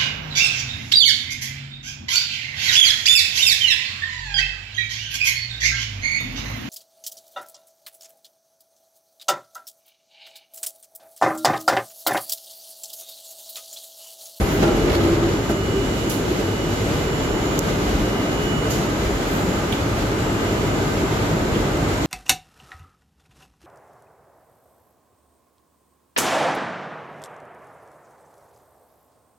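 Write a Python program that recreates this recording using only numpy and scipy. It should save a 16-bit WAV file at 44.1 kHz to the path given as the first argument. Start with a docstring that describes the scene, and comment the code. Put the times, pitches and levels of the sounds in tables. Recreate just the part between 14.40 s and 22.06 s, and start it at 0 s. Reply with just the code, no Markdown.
"""A deep rumble with joint thumps and groans, as heard by the end door of a steel subway car entering a station.
Filtered noise makes the car body's rumble, the tunnel roar and the ventilation hiss.
Joint blows gate noise and ring the bogie; gliding sines groan; steady sines whine in the power electronics.
Short noise bands make spits of air and rattling fittings; three dying sines make one sharp tick close on the right."""
import sys
import numpy as np
from scipy import signal
from scipy.fft import rfft, irfft, next_fast_len
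from scipy.io import wavfile
from scipy.ndimage import uniform_filter1d

SR = 44100
rng = np.random.default_rng(int(sys.argv[2]) if len(sys.argv) > 2 else 0)


def log_audio(samples):
    """Write samples as a 16-bit WAV file to the path given in sys.argv[1]."""
    # one column per channel
    frames = np.atleast_2d(samples).T
    # limit to full scale, then quantise
    limited = np.clip(frames, -1, 1)
    pcm = np.round(limited * 32767).astype(np.int16)
    wavfile.write(sys.argv[1], SR, pcm)


N = 337806
TIME = np.arange(N) / SR  # seconds


def from_db(db):
    """Decibel law: 20 dB is a tenfold amplitude gain."""
    return np.exp(np.asarray(db) * (np.log(10) / 20))


def rms_one(x):
    """Power normalization: scale to a mean square of one."""
    return x / np.sqrt(np.mean(x ** 2) + 1e-20)


def in_time(rows):
    """Linear interpolation: each column of a timed table, read at every sample."""
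    seconds, *columns = np.transpose(rows)
    return [np.interp(TIME, seconds, column) for column in columns]


def at_hz(points, hz):
    """Spectral interpolation: straight lines on a log-frequency axis."""
    point_hz, value = np.transpose(points)
    return np.interp(np.log(hz), np.log(point_hz), value)


def swells(rows):
    """Superposed bell-shaped gains in dB; each length is the width at half height."""
    gain_db = 0
    for peak_s, db, length in rows:
        widths = 2 * (TIME - peak_s) / length
        gain_db = gain_db + db * np.exp2(-np.minimum(widths ** 2, 20))
    return gain_db


def drift(rate):
    """Low-passed chance: a random curve of spread about 1, with two poles at `rate` Hz."""
    step = 100  # samples between points
    pole = np.exp(-2 * np.pi * rate * step / SR)
    chance = rng.standard_normal(N // step + 2002)
    slow = signal.lfilter([1], [1, -2 * pole, pole * pole], chance)[2000:]  # drop the filter's start
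    return np.interp(np.arange(N) / step, np.arange(len(slow)), rms_one(slow))


# Resonances of car panels and ducts. Each row: frequency in Hz, width in Hz, peak gain in dB.
PANEL_RESONANCES = [(108.3, 6.3, 7.5), (160, 15, 2.5), (210, 22, 2), (1208, 12, 5.5), (1278, 8.8, 5),
                    (1540, 79, 4), (2042, 33, 6)]
# Likeness of the two ears. Each row: frequency in Hz, left-right correlation.
EAR_LIKENESS = [(60, 0.95), (99, 0.99), (160, 0.94), (270, 0.93), (450, 0.74), (740, 0.41), (1220, -0.014),
                (2010, -0.12), (3330, 0.12), (5500, -0.096), (9080, 0.045), (15000, 0.12)]
# Balance of the two ears. Each row: frequency in Hz, left minus right in dB.
EAR_BALANCE = [(50, 1), (140, 0), (1600, 0.5), (2100, 0.5), (2900, -3.5), (3900, -4.5), (5000, -1.5),
               (6600, 0.5), (7800, -4.5), (9500, -3), (11500, -9), (14000, 0.5)]


def cabin_noise(spectrum):
    """Random vibration through panel resonances: correlated ears in the bass, a diffuse field above."""
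    size = next_fast_len(N)
    hz = np.maximum(np.fft.rfftfreq(size, 1 / SR), 1)
    panels_db = sum(db / (1 + (2 * (hz - f) / width) ** 2) for f, width, db in PANEL_RESONANCES)
    level_db = at_hz(spectrum, hz) + panels_db
    low_skirt = np.minimum(hz / spectrum[0][0], 1) ** 2
    high_skirt = np.minimum(spectrum[-1][0] / hz, 1) ** 3
    alike = np.clip(at_hz(EAR_LIKENESS, hz), -.99, .99)
    mid, side = rfft(rng.standard_normal((2, size)))
    sides = np.array([[1], [-1]])  # left, right
    pair = np.sqrt(1 + alike) * mid + sides * np.sqrt(1 - alike) * side
    pair = pair * from_db(sides * at_hz(EAR_BALANCE, hz) / 2)
    return rms_one(irfft(pair * from_db(level_db) * low_skirt * high_skirt, size)[:, :N])


def steadied(x, seconds):
    """Power leveling: divide a vibration by its running rms over `seconds`."""
    power = uniform_filter1d(np.mean(x ** 2, axis=0), max(int(seconds * SR), 1))
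    return x / np.sqrt(power + 1e-9)


def burst(start, rise, t60):
    """Transient envelope: a linear rise, then an exponential decay of 60 dB in `t60` seconds."""
    age = TIME - start
    decay_db = -60 * np.maximum(age - rise, 0) / t60
    return np.clip(age / max(rise, 1e-4), 0, 1) * from_db(decay_db)


def bursts(rows, source):
    """Band-pass gating: each event lets its own band of the source through for a moment."""
    out = 0
    for start, db, rise, t60, low, high in rows:
        edges = [min(low, .9 * high), min(high, .45 * SR)]
        band = signal.butter(2, edges, "band", fs=SR, output="sos")
        out = out + from_db(db) * burst(start, rise, t60) * rms_one(signal.sosfilt(band, source))
    return out


# A bad stretch and then smooth rail. Each row: time in seconds, roughness in dB over smooth rail.
TRACK_ROUGHNESS = [(0, -1.5), (.19, 3.5), (.25, 3.5), (.62, 4), (.8, 1.5), (.92, 1), (1.02, -2.5),
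                   (1.3, -.5), (2.33, -0.9), (3.2, .3), (5.0, -1.1), (5.5, -1.2), (6.2, 0.2), (7.66, -0.5)]


def track_db():
    """Rolling excitation: rougher rail drives the car harder."""
    return in_time(TRACK_ROUGHNESS)[0]


# Fixed resonances of the car body. Each row: frequency in Hz, width in Hz.
BODY_RESONANCES = [(215, 36), (275, 72), (335, 54), (400, 39), (465, 130)]


def wavering_modes(x, depth):
    """Varying modal excitation: each fixed body resonance swells and fades at random."""
    out = x
    for hz, width in BODY_RESONANCES:
        mode = signal.lfilter(*signal.iirpeak(hz, hz / width, fs=SR), x)
        out = out + depth * drift(5.0) * mode
    return out


# Spectrum of the body boom. Each row: frequency in Hz, relative level in dB per Hz.
BOOM_SPECTRUM = [(190, -35), (215, -10.5), (238, -8), (275, -1), (340, -3), (410, -2), (490, -8),
                 (580, -10.5), (800, -37.5)]
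BOOM_DB = -25  # on smooth rail


def boom():
    """Forced panel vibration: rough rail drums the body, whose fixed resonances swell and fade at random."""
    drummed = wavering_modes(cabin_noise(BOOM_SPECTRUM), depth=0.2)
    return from_db(BOOM_DB + track_db()) * steadied(drummed, seconds=0.16)


# Spectrum of the rails' roar. Each row: frequency in Hz, relative level in dB per Hz.
ROAR_SPECTRUM = [(350, -7), (520, -4.5), (610, 2.5), (720, -0.5), (900, -1), (1080, -4), (1300, -3),
                 (1550, -7), (1800, -10.5), (2200, -11.5), (3200, -22)]
# Roar on the way to the station. Each row: time in seconds, level in dB.
ROAR_LEVEL = [(0, -28), (.19, -28.5), (.25, -28), (.55, -26), (1.02, -30.5), (2.05, -30.5), (3.05, -28),
              (4.0, -28.5), (4.85, -28), (4.96, -26.3), (5.1, -27.8), (6.3, -27.5), (7.66, -27.6)]


def roar():
    """Broadband rolling noise: the rails roar in the tunnel with a slight random flutter."""
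    level_db, = in_time(ROAR_LEVEL)
    return from_db(level_db + 0.33 * drift(9.2)) * cabin_noise(ROAR_SPECTRUM)


# Spectrum of the axles' drone. Each row: frequency in Hz, relative level in dB per Hz.
DRONE_SPECTRUM = [(62, -19), (76, -7), (92, 1), (110, -1.5), (130, -2), (156, -6), (180, -26.5)]
# Drone over uneven rail. Each row: peak time in seconds, gain in dB (negative eases off), length in seconds.
DRONE_SURGES = [(.03, 8, 0.047), (.35, -1, .15), (.7, 5, 0.22), (.91, 4.5, .1), (1.11, 3, 0.087),
                (1.27, 3.5, 0.12), (1.85, -0.5, 0.14), (2.11, 3.5, 0.16), (2.34, 3, 0.09), (2.5, 4.5, .16),
                (2.87, -2, 0.12), (3.55, 1, .1), (3.85, -1.5, .15), (4.31, 5, 0.13), (4.87, -4, 0.086),
                (5.48, 5.5, 0.13), (5.8, 3, 0.16), (6.27, 4, 0.071), (6.47, -0.5, 0.16), (6.86, 2.5, 0.14),
                (7.07, -5, .08), (7.47, 2.5, .16)]
DRONE_DB, DRONE_FOLLOWS = -30, 0.43  # level on smooth rail, share of the track's roughness in dB
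STATION_S, STATION_FADE_S, STATION_DRONE_DB = 5.45, .3, 2  # middle of the fade, its length, gain


def drone():
    """Narrow-band forced vibration: the axles drone with the rail, louder from the station's mouth on."""
    in_station = np.clip((TIME - STATION_S) / STATION_FADE_S + .5, 0, 1)
    level_db = DRONE_DB + DRONE_FOLLOWS * track_db() + swells(DRONE_SURGES)
    level_db = level_db + STATION_DRONE_DB * in_station
    return from_db(level_db) * steadied(cabin_noise(DRONE_SPECTRUM), seconds=0.16)


# Spectrum of the floor, between drone and boom. Each row: frequency in Hz, relative level in dB per Hz.
THRUM_SPECTRUM = [(128, -12.5), (152, 0.5), (172, -3.5), (195, -0.5), (220, -3), (255, -8), (290, -16.5)]
# Changing load on the wheels. Each row: peak time in seconds, gain in dB, length in seconds.
THRUM_SWELLS = [(.04, 5, .1), (.22, 6, .06), (1.85, 1.5, .15), (2.5, 1.5, .1), (2.88, -1, 0.14),
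                (3.31, 4, .12), (3.65, 2, 0.48), (4.14, 6.5, .082), (4.42, 5.5, 0.078), (4.88, -1.5, .08),
                (5.06, 6, 0.19), (5.75, 1, 0.46), (6.4, 1.5, 1), (6.96, 7, 0.057), (7.18, 4.5, 0.1)]
THRUM_DB, THRUM_FOLLOWS = -30, 0.6  # level on smooth rail, share of the track's roughness in dB


def thrum():
    """Plate vibration: the floor swells and ebbs with the load on the wheels."""
    level_db = THRUM_DB + THRUM_FOLLOWS * track_db() + swells(THRUM_SWELLS)
    return from_db(level_db) * steadied(cabin_noise(THRUM_SPECTRUM), seconds=0.153)


# Spectrum of the sway. Each row: frequency in Hz, relative level in dB per Hz.
SWAY_SPECTRUM = [(22, -30), (30, -20), (40, -4), (52, -2.5), (65, -4.5), (78, -14), (95, -34)]
# Lurches on the springs. Each row: peak time in seconds, gain in dB (negative settles), length in seconds.
SWAY_LURCHES = [(.02, 13, .05), (.2, 2, .08), (.46, 3, .24), (.7, 0, .12), (1.44, 3, .15), (1.76, -6, .11),
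                (2.1, -5, .14), (2.9, 2.5, .1), (3.56, 8.5, 0.17), (3.82, -6, .15), (4.47, -6, .09),
                (4.68, 6, .23), (5.62, 4.5, 0.086), (6.02, -4, .1), (6.24, 0, .08), (6.45, -2, .2),
                (6.85, -1, 0.17), (7.16, 4, .15), (7.42, 1, 0.15)]
SWAY_DB, SWAY_FOLLOWS = -31.5, 0.74  # level on smooth rail, share of the track's roughness in dB


def sway():
    """Mass on springs: rough rail sways the car in the deepest bass, with lurches."""
    level_db = SWAY_DB + SWAY_FOLLOWS * track_db() + swells(SWAY_LURCHES)
    return from_db(level_db) * steadied(cabin_noise(SWAY_SPECTRUM), seconds=0.12)


# Spectrum of the body's hum. Each row: frequency in Hz, relative level in dB per Hz.
HUM_SPECTRUM = [(270, -11), (300, 5.5), (345, 1.5), (395, -4.5), (440, -14)]
# Corrugated patches of rail. Each row: peak time in seconds, gain in dB, length in seconds.
CORRUGATIONS = [(1.36, 8, .11), (1.93, 13.5, 0.25), (2.5, 7, 0.11), (3.1, 8, 0.23), (3.58, 8.5, 0.22),
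                (4.35, 2, .15), (4.65, 6, 0.07), (5.04, 8, 0.14), (6.3, 5, .18), (6.62, 14, .09),
                (6.98, 11, 0.085), (7.18, 11, 0.085), (7.34, 8, .1)]
HUM_DB = -38  # between the patches


def hum():
    """Corrugation excitation: patches of rail make the car body hum in a narrow band."""
    return from_db(HUM_DB + swells(CORRUGATIONS)) * steadied(cabin_noise(HUM_SPECTRUM), seconds=0.13)


# Spectrum of a wheel's blow on a joint. Each row: frequency in Hz, relative level in dB per Hz.
THUMP_SPECTRUM = [(40, -9), (110, 2), (210, 4), (400, -1), (620, 4), (850, -2), (1400, -8), (3500, -20),
                  (8000, -26)]
# Wheels over rail joints. Each row: start in seconds, level in dB, 60 dB decay in seconds.
RAIL_JOINTS = [(.005, -26, 0.093), (0.218, -16.5, 0.21), (.272, -23.5, 0.23), (.515, -27, 0.22),
               (.818, -27, .15), (1.088, -21.5, 0.18)]


def thumps():
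    """Impact noise: each joint strikes a wheel, and the blow dies exponentially."""
    blows = sum(from_db(db) * burst(start, .012, t60) for start, db, t60 in RAIL_JOINTS)
    return blows * steadied(cabin_noise(THUMP_SPECTRUM), seconds=0.026)


# Ringing of the bogie frame. Each row: frequency in Hz, level in dB against the blow, 60 dB decay in seconds.
BOGIE_RINGS = [(201, -5, 0.39), (323, -5, .55), (391.5, -8, 0.53), (582, -11.5, .64), (767, -16.5, 0.62),
               (1300, -17, .36)]
BOGIE_BEND, BOGIE_SAG_S = .08, 0.62  # largest sharpening as a share of pitch, 60 dB time of the sag back


def bogie():
    """Modal ringing: joint blows excite the frame sharp, and it sags unsteadily as the wheel rolls on."""
    load = sum(from_db(db) * burst(start, 0.0066, BOGIE_SAG_S) for start, db, _ in RAIL_JOINTS)
    turns_per_hz = np.cumsum(1 + BOGIE_BEND * load / load.max()) / SR
    out = 0
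    for hz, mode_db, t60 in BOGIE_RINGS:
        ringing = sum(from_db(db + mode_db) * burst(start, 0.012, t60) for start, db, _ in RAIL_JOINTS)
        phase = 2 * np.pi * hz * turns_per_hz + 0.9 * drift(7.9)
        out = out + np.sqrt(2) * ringing * np.sin(phase)
    return out


# One list per groan. Each row: time in seconds, pitch in Hz, rms level in dB, roughness (1 is full).
WHEEL_GROANS = [
    [(.28, 328.4, -44, 0.5), (.33, 330.4, -28, .77), (.4, 336, -36, 0.86), (.44, 349, -23, 0.5),
     (.5, 357.5, -31, 0.56), (.6, 336, -24.5, 1.03), (.66, 334, -24, 0.96), (.74, 340.6, -20.5, .25),
     (.79, 334.6, -40, .3), (.83, 339.2, -20, .2), (.93, 337, -26, 0.2), (.975, 286, -26, 0.26),
     (1.02, 278, -34, 0.4), (1.05, 280, -55, .16)],
    [(1.25, 334, -50, .6), (1.3, 357, -34, 0.8), (1.39, 397, -21.5, 0.1), (1.45, 394, -48, .4)],
    [(4.59, 420, -48, .4), (4.635, 401, -31, .15), (4.69, 332, -34, .4), (4.73, 315, -48, .5)],
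]
GROAN_JITTER, GROAN_SHAKE_DB = 0.0387, 2.5  # rms at full roughness: share of the pitch, level swing


def groan(rows):
    """Frictional oscillation: wheels slip on the rail with a gliding low note, now rough, now clear."""
    hz, db, rough = in_time(rows)
    jittered_hz = hz * (1 + GROAN_JITTER * rough * drift(29.6))
    phase = 2 * np.pi * np.cumsum(jittered_hz) / SR
    level = np.sqrt(2) * from_db(db + GROAN_SHAKE_DB * rough * drift(28))
    sounding = (TIME > rows[0][0]) * (TIME < rows[-1][0])
    return level * np.sin(phase) * sounding


# Loose fittings shake. Each row: start in seconds, level in dB before the ear balance, rise in seconds,
# 60 dB decay in seconds, lower band edge in Hz, upper band edge in Hz.
RATTLE_EVENTS = [(.215, -29, .004, 0.22, 600, 4370), (.268, -37, .012, .25, 550, 2500),
                 (.45, -29, .06, 0.8, 1050, 3500), (.535, -36, .027, 0.71, 2800, 4350),
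                 (.47, -43, 0.045, 1.4, 10000, 12200), (.7, -41, 0.031, .5, 1100, 4500),
                 (.82, -38, 0.05, .49, 1100, 4470), (1.088, -39, .0084, .25, 1500, 12000),
                 (1.695, -30.5, .01, .26, 2700, 4970), (3.155, -30.5, .001, .03, 1500, 9000),
                 (3.177, -27, .001, .02, 1200, 4000), (5.32, -29.5, .004, 0.23, 2830, 3800),
                 (5.32, -36, .006, .4, 2250, 2500), (5.321, -37, .002, .12, 3800, 13000),
                 (7.135, -36, .015, .18, 2800, 3400)]


def rattles(grain_db):
    """Random contact noise: dense uneven touches of loose metal, stronger on the right."""
    contacts = rng.standard_normal((2, N)) * from_db(grain_db * drift(84))
    return bursts(RATTLE_EVENTS, contacts) * from_db([[-2.2], [1.5]])


# Spits of air. Each row: start in seconds, level in dB before the ear balance, rise in seconds,
# 60 dB decay in seconds, lower band edge in Hz, upper band edge in Hz.
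SPIT_EVENTS = [(0, -38, 0.0071, .6, 9500, 12500), (.08, -40, .04, .5, 10800, 15000),
               (1.693, -43, .002, 0.044, 3000, 13000), (1.693, -27.5, 0.0044, 0.39, 5500, 12900),
               (4.302, -30.5, .005, .45, 4000, 7600), (4.302, -34.5, .006, 0.52, 6700, 6900),
               (4.2995, -33, .003, 0.42, 10200, 13200), (4.85, -42, .09, .7, 11000, 14500)]


def air_spits(sputter_db):
    """Turbulent jet noise: short escapes of compressed air, sputtering slightly, stronger on the right."""
    jet = rng.standard_normal((2, N)) * from_db(sputter_db * drift(100))
    return bursts(SPIT_EVENTS, jet) * from_db([[-2.5], [1.5]])


# Ringing of the tick. Each row: frequency in Hz, level in dB before filter and ear balance,
# 60 dB decay in seconds.
TICK_RINGS = [(6500, -6, 0.0019), (7400, -2.5, 0.0022), (11300, -6, 0.0013)]
TICK_S = 3.1917


def tick():
    """Damped modal impact: a tiny hard contact close on the right, dead in about two milliseconds."""
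    age = np.maximum(TIME - TICK_S, 0)
    ring = sum(from_db(db - 60 * age / t60) * np.sin(2 * np.pi * hz * age) for hz, db, t60 in TICK_RINGS)
    high_pass = signal.butter(4, 5000, "high", fs=SR, output="sos")
    thin = signal.sosfilt(high_pass, ring)  # too small to radiate lows
    return thin * from_db([[-40], [4]])


def tone(hz, waver_db, phase_wander, ear_lag):
    """Modulated line spectrum: level and phase wander at each ear, the right `ear_lag` radians late."""
    ears = []
    for ear in range(2):
        level = from_db(waver_db * drift(1.5))
        phase = 2 * np.pi * hz * TIME - ear * ear_lag + phase_wander * drift(0.9)
        ears.append(level * np.sin(phase))
    return rms_one(np.array(ears))


# Strong whines: one frequency in Hz each.
WHINE_PITCHES = [2929.5, 6798.5, 7149, 7499, 7850, 8088]
# One list per whine, in the same order. Each row: time in seconds, left level in dB, right level in dB.
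WHINE_LEVELS = [
    [(0, -47, -50), (.3, -50, -40), (.55, -49, -42), (.8, -48, -41), (1.15, -54, -38), (1.9, -51, -41),
     (2.2, -50, -38.5), (2.5, -52, -42), (2.85, -55, -36.5), (3.15, -49, -38), (3.26, -51, -42),
     (3.55, -45, -43), (3.75, -37, -39), (4.15, -43, -33.5), (4.5, -48, -47), (4.85, -56, -43),
     (5.3, -51, -42), (5.65, -47, -53), (6.05, -43, -41), (6.3, -45, -41), (6.55, -51, -56),
     (6.95, -53, -48), (7.45, -47, -45), (7.66, -48, -48)],
    [(0, -58, -53), (.85, -48, -42), (1.3, -55, -48), (1.8, -66, -44), (2.15, -58, -58), (2.4, -46, -44),
     (2.75, -54, -58), (3.1, -54, -40), (3.4, -60, -48), (3.62, -62, -63), (3.9, -45, -47),
     (4.25, -46, -43), (4.6, -44, -68), (5.6, -53, -58), (6.35, -42.5, -60), (6.6, -51, -58),
     (6.85, -52, -55), (7.66, -44, -52)],
    [(0, -65, -55), (.7, -59, -48), (.95, -64, -56), (1.65, -60, -48), (2.45, -49, -43), (2.9, -60, -40),
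     (3.4, -65, -59), (3.85, -62, -57), (4.15, -44, -51), (4.5, -59, -54), (5.1, -56, -39), (5.5, -61, -59),
     (5.9, -49, -54), (6.5, -56, -53), (6.75, -59, -45), (7.25, -61, -56), (7.66, -62, -40)],
    [(0, -62, -60), (1.3, -61, -50), (3.1, -64, -58), (3.6, -53, -51), (4.0, -63, -62), (5.4, -56, -60),
     (5.9, -49, -47), (6.3, -55, -56), (6.6, -47, -49), (7.66, -56, -55)],
    [(0, -63, -64), (1.4, -62, -54), (2.9, -67, -62), (5.0, -54, -55), (5.4, -64, -62), (5.7, -58, -51),
     (6.35, -55, -49), (6.6, -66, -60), (7.66, -59, -57)],
    [(0, -62, -65), (1.1, -60, -61), (1.55, -60, -47), (2.0, -66, -59), (2.45, -62, -46), (2.8, -64, -57),
     (3.9, -62, -56), (4.27, -56, -44), (4.5, -59, -54), (4.9, -60, -47), (6.9, -62, -58), (7.2, -61, -50),
     (7.55, -63, -42), (7.66, -63, -45)],
]
# In the same order: the right ear's lag in radians.
WHINE_LAGS = [1.54, 1.3, 1.9, 1.2, 1.7, 1.2]
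# Weaker steady tones. Each row: frequency in Hz, level in dB before the ear balance.
WEAK_TONES = [(1205, -50), (3280, -60.5), (4220, -57), (4570, -64), (4920, -57.5), (5509, -57.5),
              (6212, -63), (6561, -63), (8199, -66), (8440, -50), (9378, -66)]


def electrics():
    """Standing waves: converter switching tones, many 350 Hz apart, swell and fade apart at each ear."""
    strong = 0
    for hz, levels, lag in zip(WHINE_PITCHES, WHINE_LEVELS, WHINE_LAGS):
        whine = tone(hz, waver_db=1.4, phase_wander=0.4, ear_lag=lag)
        strong = strong + from_db(in_time(levels)) * whine
    weak = sum(from_db(db) * tone(hz, waver_db=1.0, phase_wander=0.53, ear_lag=0.9) for hz, db in WEAK_TONES)
    return strong + weak * from_db([[-1.5], [1.2]])


# Spectrum of the hiss. Each row: frequency in Hz, relative level in dB per Hz.
HISS_SPECTRUM = [(900, -10.5), (2000, 2.5), (2900, 0.5), (3900, -1), (5200, -5), (6800, -3.5), (7600, -5.5),
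                 (9500, -14), (11500, -12), (13000, -14), (14500, -21.5), (16000, -32)]
# Ventilation and wheel hiss. Each row: time in seconds, level in dB.
HISS_LEVEL = [(0, -32.5), (.85, -34.5), (1.2, -35.5), (1.9, -34), (2.4, -33.2), (3.7, -33.5), (5.6, -33.5),
              (6.3, -34), (7.66, -33)]
AIR_FLUTTER_DB = 0.96  # rms


def ventilation():
    """Turbulent flow noise: a smooth rush of air, with the wheels' hiss, flutters slightly."""
    air_db, = in_time(HISS_LEVEL)
    return from_db(air_db + AIR_FLUTTER_DB * drift(7.6)) * cabin_noise(HISS_SPECTRUM)


def scene():
    """Superposition: the sum of everything heard by the end door."""
    rumble = boom() + roar() + drone() + thrum() + sway() + hum()
    wheels = rumble + thumps() + bogie() + sum(groan(rows) for rows in WHEEL_GROANS)
    fittings = rattles(grain_db=3.5) + air_spits(sputter_db=0.5) + tick()
    return wheels + fittings + electrics() + ventilation()


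def limiter(x, ceiling_db, release_db_per_s):
    """Peak limiting: peaks over the ceiling pull both channels down; the gain then creeps back."""
    over = np.maximum(20 * np.log10(np.abs(x).max(axis=0) + 1e-9) - ceiling_db, 0)
    ramp = release_db_per_s * TIME
    return x * from_db(ramp - np.maximum.accumulate(over + ramp))


PORT_NOTCH_HZ, PORT_WIDTH_HZ = 8617, 910  # of each of two equal notches
CUTOFF_HZ = 15800


def record(dry):
    """Port cancellation: the microphone port notches the treble; peaks are limited and the top is cut."""
    b, a = signal.iirnotch(PORT_NOTCH_HZ, PORT_NOTCH_HZ / PORT_WIDTH_HZ, fs=SR)
    ported = signal.lfilter(b, a, signal.lfilter(b, a, dry))
    held = limiter(ported, ceiling_db=-3.5, release_db_per_s=74)
    low_pass = signal.ellip(10, .1, 80, CUTOFF_HZ, fs=SR, output="sos")
    return signal.sosfilt(low_pass, held)


dry = scene()
out = record(dry)
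log_audio(out)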